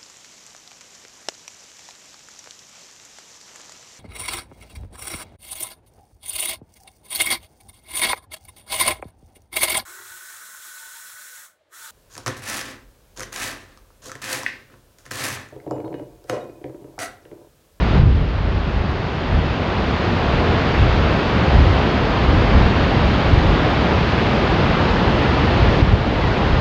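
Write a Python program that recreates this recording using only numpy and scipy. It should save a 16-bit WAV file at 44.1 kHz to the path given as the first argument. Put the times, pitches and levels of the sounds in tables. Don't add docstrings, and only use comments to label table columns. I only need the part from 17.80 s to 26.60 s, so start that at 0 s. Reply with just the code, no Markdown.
import sys
import numpy as np
from scipy import signal
from scipy.fft import rfft, irfft, next_fast_len
from scipy.io import wavfile
from scipy.ndimage import uniform_filter1d, minimum_filter1d, map_coordinates

SR = 44100
rng = np.random.default_rng(int(sys.argv[2]) if len(sys.argv) > 2 else 0)


def dump_mix(stems):
    frames = np.atleast_2d(stems).T
    limited = np.clip(frames, -1, 1)
    pcm = np.round(limited * 32767).astype(np.int16)
    wavfile.write(sys.argv[1], SR, pcm)


N = 388212


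def amp(db):
    return 10 ** (np.asarray(db) / 20)


def unit(x):
    return x / np.sqrt(np.mean(x ** 2) + 1e-20)


def wobble(rate):
    points = rng.standard_normal(int(N * rate / SR) + 4)
    return map_coordinates(points, [np.arange(N) * rate / SR])


def filtered(x, response):
    size = next_fast_len(N + SR // 2)
    gain = response(np.fft.rfftfreq(size, 1 / SR))
    return irfft(rfft(x, size) * gain, size)[:N]


def coloured(x, spectrum):
    hz, db = np.transpose(spectrum)

    def response(f):
        return amp(np.interp(np.log(f + 1), np.log(hz), db))

    return unit(filtered(x, response))


def churn(patchy_db):
    bands = signal.stft(rng.standard_normal(N), nperseg=512)[2]
    patches = rng.standard_normal(bands.shape)
    patches = uniform_filter1d(patches, size=7, axis=0)
    patches = uniform_filter1d(patches, size=16, axis=1)
    return signal.istft(bands * amp(patchy_db * unit(patches)), nperseg=512)[1][:N]


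def water():
    # (f/Hz, relative level per Hz/dB)
    roar_spectrum = [(15, -44), (30, -17), (54, -3), (75, 2), (115, -2), (175, -2.5), (270, -6.5),
                     (380, -7.5), (520, -10), (780, -11.5), (1300, -15.5), (2000, -20), (3400, -27.5),
                     (4800, -34.5), (7700, -59), (10000, -74), (16000, -120)]
    # (f/Hz, relative level per Hz/dB)
    spray_spectrum = [(800, -30), (1800, -8), (2700, -1), (3600, -5.5), (4800, -12), (5800, -24.5),
                      (6700, -25), (8000, -46), (10000, -64.5)]
    start_db, growth_db_per_s = -17, 0.1822

    plunge = amp(0.16 * wobble(2.8)) * coloured(churn(patchy_db=.5), roar_spectrum)
    spray_db = -17.5 + 0.44 * wobble(11.0)
    spray = amp(spray_db) * coloured(churn(patchy_db=.5), spray_spectrum)
    flow_db = start_db + growth_db_per_s * np.arange(N) / SR + 0.17 * wobble(2.3)
    return amp(flow_db) * (plunge + spray)


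def gustiness():
    # (t at the peak/s, rumble level before gain control/dB, fade time/s)
    gust_list = [(.04, -10, 0.07), (.28, 0, 0.16), (.68, -8.5, 0.24), (.97, -10.5, .05), (1.55, -9, .08),
                 (2.55, -21, 0.12), (3.02, -12, 0.077), (3.18, -14, .06), (3.59, -20, .05),
                 (3.8, -8.5, .11), (4.51, -13.5, .12), (4.78, -12, 0.18), (5.24, -16, .15),
                 (5.53, -12, 0.11), (5.69, -11.5, 0.09), (6.7, -25.5, 0.31), (7.85, -15.5, .12),
                 (8.09, -10.5, 0.086), (8.43, -16, 0.17), (8.731, -12, 0.062)]
    breeze_db = -28
    rise_share = 0.61

    power = amp(breeze_db + 4.1 * wobble(5)) ** 2
    for peak_s, db, fade_s in gust_list:
        age = (np.arange(N) / SR - peak_s) / fade_s
        distance = np.maximum(age, -age / rise_share)
        power = power + (amp(db) * np.exp(-distance)) ** 2
    return np.sqrt(power)


def wind():
    # (f/Hz, relative level per Hz/dB)
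    buffet_spectrum = [(10, -34), (28, -12.5), (45, 2), (65, 0.5), (105, -5.5), (160, -14), (300, -22.5),
                       (700, -43.5), (2000, -93)]
    eddies = coloured(rng.standard_normal(N), buffet_spectrum)
    strength = np.sqrt(np.abs(uniform_filter1d(eddies ** 2, size=2000)) + 1e-6)
    return gustiness() * amp(0.51 * wobble(22)) * eddies / strength


def electronics():
    whine_hz = 13042
    hiss = amp(-69.0) * rng.standard_normal(N)
    whine = amp(-84.0) * np.sin(2 * np.pi * whine_hz * np.arange(N) / SR)
    return hiss + whine


def slaps():
    # (t/s, peak level before gain control/dB)
    slap_list = [(.201, 6.5), (.238, 6), (0.259, 10), (3.787, -1.5), (4.755, -6), (5.54, 0), (7.829, -4),
                 (8.029, 2), (8.138, 0.5)]
    half_width_s = 0.0027
    out = np.zeros(N)
    for slap_s, db in slap_list:
        u = (np.arange(N) / SR - slap_s) / half_width_s
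        out += amp(db) * (1 - u ** 2) * np.exp(-u ** 2 / 2)
    return out


def ticks():
    # (t/s, peak level before gain control/dB)
    tick_list = [(1.112, -48), (5.539, -50)]
    # (f/Hz, relative level per Hz/dB)
    tick_spectrum = [(3000, -20.5), (9000, -6), (11200, 0), (12500, -8), (16000, -12)]
    fade_s = .0012
    envelope = np.zeros(N)
    for tick_s, db in tick_list:
        envelope += amp(db) * np.exp(-np.abs(np.arange(N) / SR - tick_s) / fade_s)
    return envelope * coloured(rng.standard_normal(N), tick_spectrum)


def scene():
    return (water() + wind() + slaps() + ticks() + electronics())[None]


def gain_control(x, threshold_db, recovery_db_per_s, start_db):
    level_db = 10 * np.log10(np.abs(uniform_filter1d(x[0] ** 2, size=120)) + 1e-9)
    excess_db = np.maximum(level_db - threshold_db, 0)
    excess_db[0] = start_db
    recovered_db = recovery_db_per_s * np.arange(N) / SR
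    cut_db = np.maximum.accumulate(excess_db + recovered_db) - recovered_db
    gain_db = minimum_filter1d(-cut_db, size=900)
    return x * amp(uniform_filter1d(gain_db, size=900))


def record(dry):
    top_hz = 15700
    held = gain_control(dry, threshold_db=-2, recovery_db_per_s=4.0, start_db=3.5)
    rounded = held / (1 + np.abs(held) ** 10) ** (1 / 10)
    low_pass = signal.ellip(12, .1, 90, top_hz, fs=SR, output="sos")
    return signal.sosfilt(low_pass, rounded)


dry = scene()
out = record(dry)
dump_mix(out)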